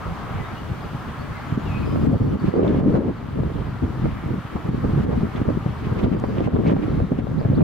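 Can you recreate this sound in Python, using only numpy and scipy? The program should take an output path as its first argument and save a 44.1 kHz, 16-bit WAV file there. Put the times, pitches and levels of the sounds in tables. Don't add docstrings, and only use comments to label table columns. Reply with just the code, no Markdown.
import sys
import numpy as np
from scipy import signal
from scipy.fft import rfft, irfft
from scipy.io import wavfile
from scipy.ndimage import uniform_filter1d, minimum_filter1d

SR = 44100
rng = np.random.default_rng(int(sys.argv[2]) if len(sys.argv) > 2 else 0)


def natural_amplitude(level_db):
    exponent = np.asarray(level_db, float) / 20
    return 10 ** exponent


def dump_mix(stems):
    frames = np.atleast_2d(stems).T
    limited = np.clip(frames, -1, 1)
    pcm = np.round(limited * 32767).astype(np.int16)
    wavfile.write(sys.argv[1], SR, pcm)


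N = 336483
T = np.arange(N) / SR


def colour(x, shape):
    hz, db = np.transpose(shape)
    f = np.fft.rfftfreq(len(x), 1 / SR) + 1
    gain = natural_amplitude(np.interp(np.log(f), np.log(hz), db))
    y = irfft(rfft(x) * gain, len(x))
    return y / np.sqrt(np.mean(y ** 2))


def walk(rate):
    k = int(SR / rate)
    steps = np.repeat(rng.standard_normal(N // k + 1), k)
    return 1.5 * uniform_filter1d(uniform_filter1d(steps, k), k)[:N]


def curve(table):
    s, *columns = np.transpose(table)
    return [np.interp(T, s, c) for c in columns]


def add(out, s, shape, pan_db, lag_s=0.):
    for side, (at, db) in enumerate([(s, pan_db / 2), (s + lag_s, -pan_db / 2)]):
        i = int(at * SR)
        out[side, i:i + len(shape)] += natural_amplitude(db) * shape[:max(N - i, 0)]


def swirl(rate, spread_db):
    happens = rng.random(N) < rate / SR
    return happens * rng.standard_normal(N) * natural_amplitude(spread_db * rng.exponential(size=N))


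def eddies(shape, rate, spread_db, even):
    x = colour(swirl(rate, spread_db), shape)
    power = uniform_filter1d(uniform_filter1d(x ** 2, size=1800), size=1800)
    return x / power ** (even / 2)


def ports(make, shared, lag_s, drift_s):
    both, shared = make(), np.clip(shared, 0, 1)
    late = np.interp(T - lag_s - drift_s * walk(6), T, both)
    own = np.array([make(), make()])
    return np.sqrt(shared) * np.array([both, late]) + np.sqrt(1 - shared) * own


def gusts():
    # (t/s, rumble/dB, eddies/dB, ripples/dB)
    gust_levels = [(0, -35, -44, -45.5), (1.47, -34.5, -41, -51.5), (1.51, -27.5, -33, -37),
                   (1.62, -26.5, -35, -40), (1.8, -24, -27, -42), (2.03, -23, -22.5, -33),
                   (2.3, -21, -23, -30.5), (2.47, -27.5, -20, -36.5), (2.545, -32, -25, -25),
                   (2.61, -25, -21.5, -21), (2.68, -23.5, -24, -23), (2.73, -25.5, -27.5, -30.5),
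                   (2.76, -24, -25, -26), (2.82, -26, -27, -28.5), (2.89, -25.5, -20.5, -24.5),
                   (2.96, -20.5, -21, -22.5), (3.03, -33, -26.5, -31), (3.1, -28, -23, -29.5),
                   (3.14, -32.5, -35, -54), (3.3, -33, -35, -48), (3.4, -20, -23.5, -28.5),
                   (3.6, -26, -32, -36), (3.75, -27.5, -37.5, -42.5), (3.95, -30, -34.5, -43),
                   (4.05, -21, -26, -38), (4.18, -28, -38, -44), (4.31, -28, -27.5, -33),
                   (4.45, -32, -39.5, -46), (4.68, -24, -28.5, -33.5), (4.85, -23.5, -26.5, -32.5),
                   (5.0, -21.5, -24, -32), (5.12, -26, -22, -24.5), (5.18, -22.5, -25.5, -34),
                   (5.24, -28, -22, -32.5), (5.3, -26, -31.5, -31), (5.5, -20.5, -24.5, -30.5),
                   (5.75, -25.5, -34.5, -40.5), (6.02, -25, -26, -30.5), (6.25, -25, -25, -33.5),
                   (6.45, -25, -23.5, -31), (6.68, -25, -24, -26), (6.85, -25, -21, -34),
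                   (7.03, -18, -20.5, -29.5), (7.15, -25, -28.5, -36), (7.33, -24.5, -27, -38),
                   (7.5, -22, -26, -32), (7.63, -18, -14, -28)]
    # (centre t/s, level/dB, length/s)
    surges = [(0.094, 10, 0.08), (0.37, 8, 0.13), (0.522, 7.5, 0.051), (0.717, 8.5, 0.05),
              (0.855, 9, 0.032), (0.94, 3.5, 0.068), (1.097, 4.5, 0.054), (1.205, 5.5, 0.046),
              (1.308, 7.5, 0.04), (1.62, -4, 0.072), (2.189, -14.5, 0.026), (2.316, -3, 0.026),
              (2.392, -18, 0.046), (2.527, -7.5, 0.044), (3.514, -9, 0.058), (3.792, -5.5, 0.054),
              (3.204, -1.5, 0.046), (3.839, 8.5, 0.035), (4.048, 4, 0.036), (4.215, -5.5, 0.038),
              (4.436, -10, 0.043), (4.492, -10, 0.062), (4.62, -8.5, 0.051), (4.7, -2, 0.031),
              (4.808, -5, 0.032), (4.992, 3, .05), (5.31, -8, 0.061), (5.445, -11, 0.034),
              (5.541, -6, 0.048), (5.615, -10, 0.084), (5.747, -6.5, 0.046), (5.804, -3.5, .04),
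              (5.922, 2, 0.024), (5.945, -9, 0.026), (6.058, 5.5, 0.056), (6.33, -4, 0.047),
              (6.513, -7, 0.04), (6.687, 4, 0.048), (6.817, -9, 0.028), (7.083, -11.5, 0.06),
              (7.388, 4, 0.019), (7.442, -3.5, 0.028), (7.517, 2, 0.056)]
    # (f/Hz, relative level/dB)
    rumble = [(12, -49.5), (20, -12), (38, -7.5), (70, -1), (125, 1.5), (170, -4), (240, -14), (500, -72.5),
              (3000, -150)]
    middling = [(80, -33.5), (150, -2.5), (230, 1.5), (330, -3.5), (500, -20), (900, -46.5), (5000, -140)]
    ripples = [(150, -50.5), (300, -11.5), (420, -4.5), (560, -12), (750, -21), (1200, -31), (2000, -40.5),
               (5000, -78.5), (16000, -120)]
    gusty_db, sway_db = 1.05, 2

    rumble_db, eddy_db, ripple_db = curve(gust_levels)
    surge_db = gusty_db * walk(14)
    for s, db, length in surges:
        surge_db = surge_db + db * np.exp(-(2 * (T - s) / length) ** 4)
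    pan_db = sway_db * walk(20)
    big = ports(lambda: eddies(rumble, rate=900., spread_db=2.5, even=0.53),
                shared=0.83, lag_s=0.0003, drift_s=0.00049)
    mid = ports(lambda: eddies(middling, rate=900., spread_db=3.0, even=0.67),
                shared=0.67, lag_s=0.00062, drift_s=0.00041)
    fine = ports(lambda: eddies(ripples, rate=1200., spread_db=4.0, even=0.55),
                 shared=0.45, lag_s=0.00065, drift_s=0.00034)
    flutter = natural_amplitude(1.8 * walk(35))
    mid = mid * natural_amplitude(eddy_db + 1.43 * walk(18))
    fine = fine * natural_amplitude(ripple_db + 1.67 * walk(18))
    out = big * natural_amplitude(rumble_db) + (mid + fine) * flutter
    return out * natural_amplitude(surge_db + np.array([pan_db, -pan_db]) / 2)


def buffets():
    # (t/s, level/dB, f/Hz, left minus right/dB)
    thumps = [(0.695, -19, 148, -1), (0.942, -20, 130, 2), (1.517, -10.5, 131, -1), (1.572, -12, 206, -1),
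              (2.028, -11, 172, -3), (2.075, -11.5, 141, 2), (2.125, -11.5, 170, -1), (2.21, -11, 145, 2),
              (2.432, -16, 148, -3), (2.477, -11.5, 181, -14), (2.537, -11, 403, 0), (2.591, -7, 366, -5),
              (2.702, -14, 304, -4), (2.783, -10.5, 210, 0), (2.804, -15, 199, -3), (2.828, -11.5, 191, -2),
              (2.857, -8, 218, 0), (2.899, -7.5, 233, 2), (2.947, -11, 286.8, 4), (3.081, -14, 252.6, -3),
              (3.664, -24, 139, 2), (3.82, -18.5, 109, 6), (4.255, -17.5, 116, -2), (4.3, -15, 136, -7),
              (4.336, -19, 218, 10), (4.377, -19, 170, 0), (4.444, -22, 125, 2), (4.551, -13.5, 176.4, 5),
              (4.648, -17.5, 135.4, 5), (4.685, -11, 140.5, 2), (4.74, -21, 187, 4), (4.843, -11, 210, -4),
              (4.928, -10.5, 141, -2), (4.955, -22, 124, -8), (4.972, -13.5, 168, 1), (4.994, -15, 193, -3),
              (5.045, -17, 232, 1), (5.088, -14.5, 220, -3), (5.227, -10, 192, -2), (5.346, -16.5, 161, -1),
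              (5.412, -11, 250, 0), (5.479, -10.5, 200, 0), (5.568, -12, 182, 8), (5.62, -21, 120, 0),
              (5.657, -12.5, 160, 2), (5.682, -16.5, 149, -2), (5.864, -14.5, 162, 3),
              (5.916, -14.5, 100, 5), (6.034, -11.5, 108, -5), (6.144, -11, 199, 2), (6.236, -11, 291, 1),
              (6.283, -14, 190, 3), (6.381, -13, 300, -1), (6.403, -14, 280, 0), (6.459, -13, 160, -4),
              (6.531, -13.5, 111, -6), (6.566, -14, 300, -3), (6.584, -11.5, 200, 2), (6.663, -12, 137, 3),
              (6.714, -12.5, 201, -2), (6.732, -10, 300, 2), (6.878, -15.5, 312, 0), (7.114, -11, 212, -5),
              (7.185, -10, 251, 0.5), (7.449, -11, 129, 5), (7.494, -8, 128, 1)]
    steep = 0.29
    out = np.zeros((2, N))
    for s, db, hz, pan in thumps:
        t = np.arange(int(2.62 / hz * SR)) * hz / SR
        swing = np.sin(2 * np.pi * t) + steep * np.sin(4 * np.pi * t) + steep ** 2 * np.sin(6 * np.pi * t)
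        swell = np.sin(np.pi * t / t[-1]) ** 2
        add(out, s, natural_amplitude(db) * swell * swing, pan, lag_s=0.00059)
    return out


def snaps():
    # (t/s, level/dB, left minus right/dB)
    strikes = [(1.959, -11.5, -4), (2.592, -24, -14), (2.748, -21.5, -13.5), (2.953, -7, -1),
               (4.056, -13.5, -5), (4.842, -13.5, -2), (5.489, -10, 5.5), (5.663, -18, 12), (6.168, -18, 0),
               (6.239, -8, -4), (6.366, -26, -2), (6.382, -15, -1), (6.405, -15, -1), (6.475, -14.5, -7),
               (6.565, -13, -6), (6.66, -11, 5), (6.697, -11, -1), (6.725, -13, 8), (6.766, -17, -6),
               (7.002, -12, -2), (7.121, -18, 12), (7.27, -17, 7), (7.413, -14, 1), (7.45, -16, -5),
               (7.606, -9, -6)]
    snap_hz = 567
    t = np.arange(int(6 / snap_hz * SR)) * snap_hz / SR
    ring = np.sin(2 * np.pi * t) + 0.33 * np.sin(2 * np.pi * 1.57 * t)
    shape = 2 * t * np.exp(1 - t / 0.4) * ring
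    out = np.zeros((2, N))
    for s, db, pan in strikes:
        add(out, s, natural_amplitude(db) * shape, pan, lag_s=0.00051)
    return out


def hoot():
    # (t/s, f/Hz, level/dB)
    track = [(2.515, 400, -45), (2.535, 430.3, -29), (2.56, 449.6, -20), (2.6, 390, -20.5),
             (2.64, 339.6, -21), (2.69, 249.6, -20), (2.76, 200, -23.5), (2.84, 200, -25.5),
             (2.875, 230.2, -17.5), (2.91, 210.7, -17), (2.94, 260.3, -25), (2.98, 219.9, -19),
             (3.01, 249.6, -29), (3.06, 299.4, -25), (3.105, 280, -24.5), (3.125, 250, -55)]
    width_hz = 130
    hz, db = curve(track)
    low = signal.butter(2, width_hz / 2, fs=SR, output="sos")
    noise = rng.standard_normal((3, N)) + 1j * rng.standard_normal((3, N))
    slow = signal.sosfilt(low, noise)
    slow = (slow[:2] + 0.93 * slow[2]) * natural_amplitude(2.5 * walk(30.01))
    slow = slow / np.std(slow)
    on = (T > track[0][0]) * (T < track[-1][0])
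    carrier = np.exp(2j * np.pi * np.cumsum(hz) / SR)
    return np.sqrt(2) * natural_amplitude(db) * on * np.real(slow * carrier)


def whorls():
    # (start t/s, level/dB, f/Hz, length/s)
    bursts = [(1.775, -31, 674, 0.026), (1.956, -29, 665, 0.033), (2.132, -22, 533, 0.032),
              (2.543, -26, 482, 0.03), (2.592, -21, 506, 0.029), (2.64, -15, 520, 0.03),
              (2.654, -25, 880, 0.039), (2.789, -29, 750, 0.03), (2.96, -26, 880, 0.04),
              (4.985, -27, 700, 0.025), (5.13, -28, 750, 0.035), (2.697, -24, 507, 0.029),
              (2.746, -26, 493, 0.027), (2.807, -23, 528, 0.034), (2.876, -23, 490, 0.029),
              (2.953, -16.5, 534, 0.028), (3.04, -33, 482, 0.028), (3.385, -24, 550, 0.028),
              (4.055, -27, 500, 0.03), (4.303, -29, 498, 0.036), (4.335, -32, 649, 0.025),
              (4.557, -21.5, 845, 0.03), (4.845, -25, 495, 0.027), (4.973, -23, 570, 0.03),
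              (5.035, -28, 520, 0.027), (5.117, -21, 546, 0.036), (5.489, -18.5, 503, 0.031),
              (5.57, -42, 606, 0.034), (5.663, -29, 630, 0.03), (6.041, -26, 482, 0.03),
              (6.168, -28, 482, 0.03), (6.24, -15, 560, 0.018), (6.367, -26, 546, 0.03),
              (6.403, -23.5, 560, 0.019), (6.471, -19, 650, 0.015), (6.54, -26, 482, 0.03),
              (6.661, -19, 490, 0.027), (6.701, -25, 581, 0.032), (6.76, -24, 750, 0.019),
              (6.864, -31, 493, 0.03), (7.004, -22, 487, 0.035), (7.121, -25, 514, 0.027),
              (7.192, -28, 589, 0.027), (7.272, -30, 610, 0.03), (7.308, -25, 487, 0.028),
              (7.414, -24, 528, 0.03), (7.45, -21, 482, 0.031), (7.539, -31, 611, 0.03),
              (7.608, -17, 506, 0.032)]
    out = np.zeros((2, N))
    for s, db, hz, length in bursts:
        i, n = int(s * SR), int(np.clip(length, .01, .08) * SR)
        band = signal.butter(1, [hz / 1.29, hz * 1.35], "bandpass", fs=SR, output="sos")
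        noise = rng.standard_normal((3, 5000))
        partly_alike = noise[:2] + 0.8 * noise[2]
        burst = signal.sosfilt(band, signal.sosfilt(band, partly_alike))[:, -n:]
        swell = np.sin(np.pi * np.linspace(0, 1, n) ** 0.5) ** 2
        piece = natural_amplitude(db) * burst / (3 * burst.std()) * swell
        out[:, i:i + n] += piece[:, :N - i]
    return out


def rasps():
    # (start t/s, level/dB, length/s)
    tears = [(2.041, -41, .05), (2.438, -34, 0.046), (2.607, -38, 0.07), (2.656, -36, .06),
             (2.729, -39, .05), (2.939, -42, 0.048), (5.344, -35, 0.057), (5.825, -33.5, 0.055),
             (5.968, -31, 0.054), (6.022, -31.5, 0.044), (6.11, -37, .06), (6.371, -36, .04),
             (6.421, -33, .06), (6.642, -32, 0.11), (6.811, -34, 0.048), (7.169, -35.5, 0.046)]
    rasp_hz = 1940
    out = np.zeros((2, N))
    band = signal.butter(2, [rasp_hz / 1.25, rasp_hz * 1.48], "bandpass", fs=SR, output="sos")
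    for s, db, length in tears:
        i, n = int(s * SR), int(np.clip(length, .01, .16) * SR)
        grit = rng.standard_normal((2, 8000)) * natural_amplitude(1.5 * rng.exponential(size=(2, 8000)))
        out[:, i:i + n] += signal.sosfilt(band, grit)[:, -n:] * np.hanning(n) * natural_amplitude(db)
    return out


def wind():
    return gusts() + buffets() + snaps() + hoot() + whorls() + rasps()


def birds():
    # (start t/s, length/s, first f/Hz, middle f/Hz, last f/Hz, level/dB, burr 0-1)
    notes = [(.372, .085, 2300, 2040, 1900, -48, .6), (.43, .115, 1900, 1970, 2650, -50, .65),
             (.44, .045, 3720, 3700, 3820, -55, .45), (.56, .065, 2950, 2910, 2900, -54, .55),
             (.797, .02, 4250, 4300, 4350, -63, .1), (.822, .034, 5350, 4950, 4350, -60, .3),
             (.993, .032, 5600, 5200, 4400, -63.5, .35), (1.188, .045, 4300, 4400, 4700, -58, .4),
             (1.345, .05, 2100, 2070, 2020, -44, .1), (1.66, .06, 2830, 2720, 2500, -49, .35),
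             (1.695, .11, 2600, 2490, 2570, -43, .6), (1.77, .15, 2520, 2490, 2550, -53, .7),
             (1.9, .04, 3000, 3060, 3120, -55, .3), (1.85, .055, 5350, 4970, 4960, -59, .2),
             (1.9, .06, 4970, 4980, 5000, -62, .3), (2.005, .05, 4950, 4980, 5000, -66, .3),
             (2.04, .035, 8000, 7750, 7500, -70, .3), (2.225, .025, 5800, 5500, 4700, -67, .3),
             (2.285, .035, 5700, 6050, 5300, -68.5, .4), (2.92, .07, 4600, 4250, 3980, -64, .2),
             (3.155, .05, 5090, 4600, 3820, -64, .2), (7.377, .024, 3250, 3850, 4950, -58, .15),
             (7.398, .022, 4900, 5000, 4050, -59.5, .15), (7.543, .024, 3400, 3950, 5000, -54.5, .15),
             (7.572, .022, 4300, 3650, 3050, -56, .15), (7.605, .015, 3300, 3800, 4590, -60, .15)]
    turn = .3
    whistles, waver = np.zeros(N), 1 + .008 * walk(90)
    flutter_hz = 190 * (1 + .12 * walk(40))
    flutter = np.sin(2 * np.pi * np.cumsum(flutter_hz) / SR)
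    breaks = walk(70)
    for s, length, first, middle, last, db, burr in notes:
        u = np.clip((T - s) / length, 0, 1)
        glide = np.interp(u, [0, turn, 1], [first, middle, last])
        hz = uniform_filter1d(glide, size=300) * waver
        tone = np.sin(2 * np.pi * np.cumsum(hz) / SR)
        voice = (1 + burr * flutter) * natural_amplitude(db + 4 * burr * breaks) * tone
        whistles += np.sqrt(2 * np.abs(np.sin(np.pi * u ** .8))) * voice
    n = int(.25 * SR)
    echo = rng.standard_normal((2, n)) * np.exp(-np.arange(n) / SR / 0.13)
    tail = np.array([signal.fftconvolve(whistles, e)[:N] for e in echo])
    return whistles * natural_amplitude(np.array([[2.5], [-3.5]])) + natural_amplitude(-38.5) * tail


def squeals():
    # (start t/s, end t/s, f/Hz, distance to the -16 dB points/Hz, level/dB)
    songs = [(1.45, 1.75, 6800, 90, -71), (1.75, 1.9, 4300, 700, -62), (1.93, 2.33, 4500, 500, -67),
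             (2.36, 2.6, 4500, 550, -65), (6.1, 6.2, 4750, 350, -68), (6.22, 6.34, 4650, 350, -65.5),
             (6.34, 6.46, 4500, 350, -68), (6.52, 6.62, 3750, 800, -65), (6.87, 7.12, 3750, 800, -63.5),
             (7.12, 7.33, 3650, 700, -66)]
    out = np.zeros((2, N))
    for start, end, hz, width_hz, db in songs:
        on = np.clip(np.minimum(T - start, end - T) / 0.037, 0, 1)
        resonance = [(hz - 2 * width_hz, -45), (hz - width_hz, -16), (hz, 0),
                     (hz + width_hz, -16), (hz + 2 * width_hz, -45)]
        ring = colour(rng.standard_normal(N), resonance)
        out += on * natural_amplitude(db + 1.2 * walk(25) + 2 * walk(110)) * ring
    return out


def ticks():
    # (start t/s, level/dB, f/Hz, distance to the band's lower -20 and upper -18 dB points/Hz, length/s)
    cracks = [(2.615, -50, 3300, 1400, .004), (2.632, -47, 2900, 1500, .005),
              (2.677, -42, 3500, 1700, .005), (5.355, -43, 3400, 1400, .016),
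              (5.355, -42, 2000, 1100, .014), (6.02, -47, 3300, 1000, .032), (6.189, -60, 7500, 4500, .004),
              (6.197, -50, 7200, 5500, .005), (6.197, -64, 13500, 4000, .004),
              (6.381, -41, 2700, 1500, .006), (6.404, -44, 3500, 3000, .003), (6.648, -41, 2300, 700, .045),
              (6.655, -48, 4000, 3000, .045), (6.652, -43, 2300, 1500, .01), (6.725, -46, 2500, 2400, .004),
              (7.602, -45, 2350, 800, .025)]
    out = np.zeros((2, N))
    for s, db, hz, width_hz, length in cracks:
        band = [(hz - width_hz, -20), (hz, 0), (hz + width_hz, -18), (2 * hz + width_hz, -60)]
        crack = colour(rng.standard_normal(4096), band)
        n = int(length * SR)
        add(out, s, natural_amplitude(db) * crack[:n] * np.hanning(n), 0)
    return out


def dips():
    # (t/s, quick level/dB, lasting level/dB)
    drops = [(1.56, -5.5, 0), (2.075, 0.5, -4.5), (2.36, -8, 2), (2.5, 2, -5), (2.608, -7.5, 1),
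             (2.81, -10, -1), (2.975, -3.5, -3), (4.7, -6.5, -0.2), (5.05, -7.5, -1.5), (5.43, -2, -1.5),
             (6.055, -2.5, -2.5), (6.148, -6, 0), (6.401, 0, -1.7), (6.476, -4, -2.5), (6.61, -1.5, 2),
             (6.735, -5.5, -0.3), (7.0, 3, -4.5), (7.2, -4, -0.2), (7.58, -4, 2.5)]
    quick_s, lasting_s = 0.036, 1.23
    db = np.zeros(N)
    for s, quick, lasting in drops:
        since = np.maximum(T - s, 0)
        db += (T > s) * (quick * np.exp(-since / quick_s) + lasting * np.exp(-since / lasting_s))
    return uniform_filter1d(db, size=700)


def far(dip_db):
    # (f/Hz, relative level/dB)
    spectrum = [(120, -34.5), (200, -6), (231, -3), (349, -10), (410, -10.5), (537, -13), (600, -9),
                (693, -8.5), (950, -7.5), (1320, -6.5), (1450, -11), (1800, -14), (2100, -17), (2520, -21),
                (3000, -22.5), (6240, -38.5), (9000, -48.5), (11700, -58.5), (19800, -120)]
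    # (f/Hz, likeness 0-1)
    likeness = [(300, 0.5), (700, 0.88), (1400, 0.52), (3100, 0.53), (6800, 0)]
    roll_db, roll_share = -35.5, 0.89
    like_hz, like = np.transpose(likeness)
    out, swell = 0, walk(3.35)
    for hz in 200 * 2 ** np.arange(0, 5.6, .5):
        band = [(hz / 2, -40), (hz / 1.41, -9), (hz / 1.19, -3), (hz, 0),
                (hz * 1.19, -3), (hz * 1.41, -9), (hz * 2, -40)]
        alike = np.clip(np.interp(np.log(hz), np.log(like_hz), like), 0, 1)
        mid, side = (colour(rng.standard_normal(N), band) for _ in range(2))
        pair = np.sqrt(1 + alike) * mid + np.sqrt(1 - alike) * side * np.array([[1], [-1]])
        out = out + np.sqrt(hz) * natural_amplitude(0.92 * swell + 0.81 * walk(9) + 0.74 * walk(45)) * pair
    tilted = np.array([colour(channel, spectrum) for channel in out])
    return tilted * natural_amplitude(roll_db + roll_share * dip_db + np.array([[.7], [-.7]]))


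def hiss():
    # (f/Hz, relative level/dB)
    spectrum = [(500, 2.5), (6000, -3.5), (15000, -5)]
    left, right = (colour(rng.standard_normal(N), spectrum) for _ in range(2))
    return np.array([left - 0.056 * right, right - 0.064 * left])


def whine():
    # (f/Hz, level against the hiss/dB)
    tones = [(14050, -34), (14075, -31), (15625, -32)]
    return sum(natural_amplitude(db) * np.sin(2 * np.pi * hz * T) for hz, db in tones)


def scene():
    dip_db = dips()
    noise_floor = natural_amplitude(-56.5 + dip_db) * (hiss() + whine())
    mix = wind() + birds() + squeals() + ticks() + far(dip_db) + noise_floor
    return mix * np.clip((T[-1] - T) / .004, 0, 1)


def roll_off(x):
    return signal.sosfilt(signal.butter(12, 16030, fs=SR, output="sos"), x)


def record(dry):
    limit_db, top_hz = -6, 15800
    peak = np.abs(dry).max(axis=0) + 1e-9
    room = np.minimum(natural_amplitude(limit_db) / peak, 1) ** .7
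    gain = uniform_filter1d(minimum_filter1d(room, size=660), size=440)
    top = signal.ellip(10, .2, 70, top_hz, fs=SR, output="sos")
    return roll_off(signal.sosfilt(top, dry * gain))


dry = scene()
out = record(dry)
dump_mix(out)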